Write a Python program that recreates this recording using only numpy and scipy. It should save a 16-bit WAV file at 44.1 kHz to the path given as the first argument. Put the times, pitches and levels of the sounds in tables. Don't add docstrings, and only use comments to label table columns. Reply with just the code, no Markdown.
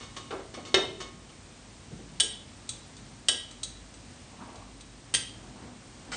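import sys
import numpy as np
from scipy import signal
from scipy.fft import rfft, irfft
from scipy.io import wavfile
from scipy.ndimage import uniform_filter1d

SR = 44100
rng = np.random.default_rng(int(sys.argv[2]) if len(sys.argv) > 2 else 0)


def int16_out(signal):
    q = np.round(np.clip(np.atleast_2d(signal).T, -1, 1) * 32767)
    wavfile.write(sys.argv[1], SR, q.astype(np.int16))


N = 271656
TIME = np.arange(N) / SR
RING_TIME = TIME[:SR]
TOP_HZ = 9450

# t/s, level/dB, contact/s
LADLE_TOUCHES = [(0.002, -39, 0.038), (0.165, -34.5, .004), (0.540, -38, 0.0099), (0.651, -38, 0.023),
                 (1.003, -33.5, 0.012), (1.292, -50, .007)]
# t/s, level/dB, brightness/(dB per octave),
# rocking level/dB
WOK_LANDINGS = [(0.307, -35.5, -4, -31), (0.7426, -14, -0.47, -25)]
# t/s, level/dB, f/Hz
FOOTSTEPS = [(1.122, -42.5, 139), (1.909, -36, 169), (1.989, -42.5, 292)]
# t/s, level/dB, brightness/(dB per octave), chatter/s
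FIRST_IGNITER_SNAPS = [(2.1998, -16.5, -0.5, 0.0083), (3.285, -16.5, -2.1, 0.0083)]
SECOND_IGNITER_SNAPS = [(5.1398, -18, 0, 0.012)]
CLANK_HITS = [(6.118, -30, -2.5, 0.029)]
# t/s, level/dB
KNOB_CLICKS = [(2.6913, -31), (2.967, -50), (3.511, -46.5), (3.632, -30), (3.94, -51), (4.556, -51.5),
               (4.808, -47.5)]
# peak t/s, level/dB, rise/(dB per s)
GAS_PUFFS = [(5.68, -47, 35), (6.13, -45, 120)]

# (time to fade 60 dB, before damping)
LADLE_NOTES = [(1090, 0, .35), (1235, -3, .3), (1790, -8, .25), (2200, -4, .25), (2890, -3, .22),
               (3045, 0, .2), (3400, -4, .22), (3690, -4, .25), (4400, -5, .2), (5350, -8, .2),
               (5900, -6, .2), (6480, -8, .2)]
WOK_NOTES = [(390, -3, .5), (553, -9, .45), (646, -14, .42), (930, -9, .12), (1346, -13, .25),
             (1595, -10, .32), (1776, -2, .32), (1942, -9, .32), (2118, 1, .24), (2450, -13, .3),
             (2622, -5, .36), (2890, -3, .13), (3045, 4.5, .13), (3390, -11, .3), (3681, 5, .15),
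             (3830, -9, .16), (4312, -3, .13), (4420, -8, .12), (5280, -11, .15), (5682, -11, .33),
             (5890, -4, .17), (6555, -5, .14), (8000, -15, .14), (8450, -13, .2), (8650, -11, .12)]
SEAT_NOTES = [(1206, -5, .25), (1346, 0, .25), (2110, -7, .18)]
FIRST_IGNITER_NOTES = [(1318, -13, .2), (1630, -8, .2), (1918, -12, .26), (2960, -3, .17), (3022, 2, .22),
                       (3095, -4, .18), (3250, -6, .22), (3430, -3, .27), (3782, 2, .2), (4585, 3, .11),
                       (5120, -8, .16), (5570, -6, .17), (6470, -9, .17), (6825, -7, .25), (8170, -5, .17),
                       (8518, 2, .2), (8787, -1, .18), (9220, -8, .24)]
SECOND_IGNITER_NOTES = [(1225, -8, .22), (1590, -1, .18), (1900, -5, .17), (2966, 1, .2), (3070, -2, .22),
                        (3200, 2, .22), (3450, -2, .24), (4759, -5, .2), (5512, 0, .17), (6330, -1, .2),
                        (8366, 1, .19), (8700, -1, .17), (9200, 1, .17)]
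KNOB_NOTES = [(1312, -11, .3), (3400, -5, .25), (3920, 0, .26), (4620, -6, .22), (6150, -7, .18),
              (8030, -4, .18), (8660, 1, .17)]
CLANK_NOTES = [(1230, -2, .25), (1420, -1, .25), (2000, 2, .25), (2300, -2, .2), (3100, -2, .2),
               (3900, -3, .2), (4480, -3, .2), (5300, -4, .2), (8350, -5, .15)]

# f/Hz, level/dB
LADLE_CRACK = [(150, 1), (400, 9), (700, 1.5), (1150, 1), (1450, -4), (2200, -2.5), (4200, -0.5),
               (4900, -4), (6200, -2.5), (7300, -4.5), (9000, -6), (9600, -47)]
WOK_CRACK = [(60, -31), (130, 7), (260, -8.5), (430, 4.5), (800, -5), (1150, -7.5), (1450, -22),
             (2000, -12), (2330, -15), (3000, -0.5), (3800, 0.5), (5000, -3), (6400, -2.5), (8700, -13),
             (9500, -28)]
FIRST_IGNITER_CRACK = [(100, -23.5), (250, -40), (600, -15), (950, -25.5), (1400, -21), (2450, -13.5),
                       (3030, -2.5), (4200, -7), (5200, -8), (7200, -11), (8400, -1), (9800, -13.5)]
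SECOND_IGNITER_CRACK = [(100, -27), (250, -8.5), (600, -15), (950, -23), (1600, -12), (2200, -9),
                        (3030, -1), (4500, -4.5), (6500, -7), (7600, -7), (8900, -0.5), (9800, -11)]
KNOB_CRACK = [(300, -32), (1300, -23), (2400, -9), (3300, -1.5), (4200, 3.5), (5300, -2), (6300, 5.5),
              (7400, 2), (8600, 8.5), (9800, -31)]
CLANK_CRACK = [(150, -25), (500, 2.5), (1300, 2), (2100, 5), (4300, 4), (5000, 5), (8500, 7.5), (9800, -36)]

# f/Hz, level/dB
AIR_HISS = [(20, -39.5), (32, -15), (45, -6.5), (70, -7.5), (103, -1), (170, -9.5), (250, -5.5),
            (400, -15.5), (700, -17), (1500, -22), (4000, -23.5), (8800, -25.5), (9050, -21), (9250, -54)]
CLOTH_RUB = [(200, 6), (450, 3), (700, 8), (1100, 8.5), (1500, -6), (3000, -8), (9000, -43)]
FLAME_RUSH = [(60, -2.5), (130, 1.5), (250, 4), (450, -7), (800, -7), (1500, -15.5), (4000, -26),
              (9000, -49)]
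# f/Hz, t60/s
ECHO_TIMES = [(150, 1), (500, 0.51), (1500, 0.39), (3200, 0.51), (6000, 0.37), (9000, 0.36)]


def undb(db):
    return 10 ** (np.asarray(db) / 20)


def unit(x):
    return x / np.sqrt(np.mean(x ** 2))


def blow(x, db):
    return x * undb(db) / np.sqrt(np.sum(x ** 2) / (SR / 100))


def add(out, s, x):
    i = max(int(s * SR), 0)
    out[i:i + len(x)] += x[:N - i]


def along(points, hz):
    f, value = np.transpose(points)
    return np.interp(np.log(hz + 1), np.log(f), value)


def noise(colour, size, tilt_db=0):
    hz = np.fft.rfftfreq(size, 1 / SR)
    gain = undb(along(colour, hz) + tilt_db * np.log2(np.maximum(hz, 300) / 1000))
    return unit(irfft(rfft(rng.standard_normal(size)) * gain * (hz < TOP_HZ * 1.05), size))


def wander(rate):
    span = int(SR / rate)
    steps = np.repeat(rng.standard_normal(N // span + 1), span)
    return unit(uniform_filter1d(steps, span)[:N])


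def burst(hold_s, t60):
    return np.exp(-np.log(1000) * np.maximum(RING_TIME - hold_s, 0) / t60)


def swell(s, hold_s, rise_db_per_s, fall_db_per_s):
    before, after = np.maximum(s - TIME, 0), np.maximum(TIME - s - hold_s, 0)
    return undb(-rise_db_per_s * before - fall_db_per_s * after)


def rustle(loudness, colour, flutter_db):
    return noise(colour, N) * loudness * undb(flutter_db * wander(60))


def resonate(x, hz, width_hz, boost_db):
    f = np.fft.rfftfreq(len(x), 1 / SR)
    peaks = np.max(1 / (1 + (2 * (f - hz) / width_hz) ** 2), axis=0)
    return irfft(rfft(x) * (1 + undb(boost_db) * peaks), len(x))


def strikes(hits, notes, colour, ring_db, crack_t60, grit_db, damping, early_db):
    out = np.zeros(N)
    hz, note_db, t60 = np.transpose(notes)[:, :, None]
    for s, db, bright_db, chatter_s in hits:
        contact = burst(chatter_s, crack_t60)
        bounces = undb(grit_db * np.repeat(rng.uniform(-1.5, 1.5, SR // 30 + 1), 30)[:SR])
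        crack = resonate(noise(colour, SR, bright_db) * bounces, hz, width_hz=90, boost_db=4) * contact
        spot_db, phase = rng.standard_normal((len(hz), 2)).T[:, :, None]
        gain = undb(note_db + spot_db + bright_db * np.log2(hz / 1000))
        waves = np.sin(2 * np.pi * (hz * RING_TIME + phase))
        ring = np.sum(gain * waves * burst(0, t60 / damping), axis=0)
        ring *= 1 - np.exp(-4 * RING_TIME / chatter_s)
        ring *= 1 + undb(early_db) * contact
        add(out, s, blow(blow(crack, 0) + blow(ring, ring_db), db))
    return out


def tone(notes, build_s):
    hz, note_db, t60 = np.transpose(notes)[:, :, None]
    ring = np.sum(undb(note_db) * np.sin(2 * np.pi * hz * RING_TIME) * burst(0, t60), axis=0)
    return ring * (1 - np.exp(-RING_TIME / build_s))


def thumps(hits, t60, side_db):
    out = np.zeros(N)
    attack = 1 - np.exp(-RING_TIME / .003)
    for s, db, hz, contact_s in hits:
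        hump = [(hz / 8, 2 * side_db), (hz / 2, side_db), (hz, 0),
                (hz * 2, side_db), (hz * 16, 4 * side_db)]
        add(out, s, blow(noise(hump, SR) * burst(contact_s, t60) * attack, db))
    return out


def hum_and_air(hum_hz, hum_db, air_db):
    pitch_hz = hum_hz + 1.17 * wander(2.8)
    hum = np.sin(2 * np.pi * np.cumsum(pitch_hz) / SR) * undb(hum_db + 4.3 * wander(4.1))
    return hum + noise(AIR_HISS, N) * undb(air_db + .5 * wander(3.75))


def ladle():
    bright_db = -0.5
    hits = [(s, db, bright_db, contact_s) for s, db, contact_s in LADLE_TOUCHES]
    return strikes(hits, LADLE_NOTES, LADLE_CRACK,
                   ring_db=-6, crack_t60=0.18, grit_db=-2.5, damping=0.49, early_db=-7)


def wok():
    chatter_s = 0.0062
    hits = [(s, db, bright_db, chatter_s) for s, db, bright_db, _ in WOK_LANDINGS]
    return strikes(hits, WOK_NOTES, WOK_CRACK,
                   ring_db=2.5, crack_t60=0.021, grit_db=3, damping=1.94, early_db=-13)


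def rocking(bump_db, hollow_db, seat_db):
    out = np.zeros(N)
    rock_hz, contact_s = 426, 0.014
    bumps = [(.572, -36.5, rock_hz, contact_s)]
    for s, _, _, db in WOK_LANDINGS:
        drop_s = s + .018
        bumps += [(s, db - 5, 920, 0.0057),
                  (drop_s, db + bump_db, rock_hz, contact_s),
                  (drop_s + 0.062, db + bump_db - 8, rock_hz, contact_s)]
        add(out, s, blow(tone(SEAT_NOTES, build_s=0.0023), db + seat_db))
        add(out, drop_s, blow(tone(WOK_NOTES[:3], build_s=.005), db + hollow_db))
    return out + thumps(bumps, t60=0.17, side_db=-10)


def footsteps(contact_s):
    return thumps([(s, db, hz, contact_s) for s, db, hz in FOOTSTEPS], t60=0.13, side_db=-13.5)


def igniters(jolt_db, jolt_s, first_thump_hz, second_thump_hz):
    first = strikes(FIRST_IGNITER_SNAPS, FIRST_IGNITER_NOTES, FIRST_IGNITER_CRACK,
                    ring_db=-6, crack_t60=0.032, grit_db=4.5, damping=1.3, early_db=-19)
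    second = strikes(SECOND_IGNITER_SNAPS, SECOND_IGNITER_NOTES, SECOND_IGNITER_CRACK,
                     ring_db=-6.5, crack_t60=0.048, grit_db=10, damping=1.6, early_db=4)
    valves = [(FIRST_IGNITER_SNAPS, first_thump_hz), (SECOND_IGNITER_SNAPS, second_thump_hz)]
    jolts = [(s, db + jolt_db, hz, jolt_s) for snaps, hz in valves for s, db, _, _ in snaps]
    return first + second + thumps(jolts, t60=.12, side_db=-11.5)


def knobs(firm_db, chatter_s):
    dulling = 0.24
    hits = [(s, db, dulling * (db - firm_db), chatter_s) for s, db in KNOB_CLICKS]
    return strikes(hits, KNOB_NOTES, KNOB_CRACK,
                   ring_db=-10, crack_t60=0.06, grit_db=0.5, damping=1.7, early_db=-1)


def cloth(lands_s, slap_hz, counter_hz):
    contact_s = 0.028
    hits = [(lands_s, -42, slap_hz, contact_s), (lands_s, -41, counter_hz, contact_s)]
    slap = thumps(hits, t60=0.15, side_db=-20)
    rub = undb(-52) * swell(lands_s, hold_s=.21, rise_db_per_s=123, fall_db_per_s=156)
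    return slap + rustle(rub, CLOTH_RUB, flutter_db=3)


def flame():
    flow = sum(undb(db) * swell(s, 0, rise, fall_db_per_s=130) for s, db, rise in GAS_PUFFS)
    return rustle(flow, FLAME_RUSH, flutter_db=3)


def clank():
    return strikes(CLANK_HITS, CLANK_NOTES, CLANK_CRACK,
                   ring_db=-8, crack_t60=0.13, grit_db=-1, damping=1.3, early_db=-3)


def room(x, echo_db, onset_s):
    hz = np.fft.rfftfreq(SR, 1 / SR)
    scatter = rfft(rng.standard_normal(SR))
    centres, t60s = np.transpose(ECHO_TIMES)
    bands = [irfft(scatter * along(np.c_[centres, share], hz), SR) for share in np.eye(len(t60s))]
    tail = sum(band * burst(0, t60) for band, t60 in zip(bands, t60s))
    tail *= 1 - np.exp(-(RING_TIME / onset_s) ** 2)
    tail /= np.sqrt(np.sum(tail ** 2))
    return x + undb(echo_db) * signal.fftconvolve(x, tail)[:N]


def scene():
    cook = ladle() + wok() + rocking(bump_db=-0.5, hollow_db=1, seat_db=-10.5)
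    cook += footsteps(contact_s=0.028)
    cook += igniters(jolt_db=-22, jolt_s=0.058, first_thump_hz=370, second_thump_hz=101)
    cook += knobs(firm_db=-24.5, chatter_s=0.0024)
    cook += cloth(lands_s=4.4, slap_hz=1030, counter_hz=208)
    cook += flame() + clank()
    echoing = room(cook, echo_db=-6, onset_s=0.0052)
    return (echoing + hum_and_air(hum_hz=49.7, hum_db=-56.5, air_db=-49.9))[None]


def record(dry):
    thin = signal.sosfilt(signal.butter(3, 36, "high", fs=SR, output="sos"), dry)
    return signal.sosfilt(signal.ellip(10, .2, 75, TOP_HZ, fs=SR, output="sos"), thin)


dry = scene()
out = record(dry)
int16_out(out)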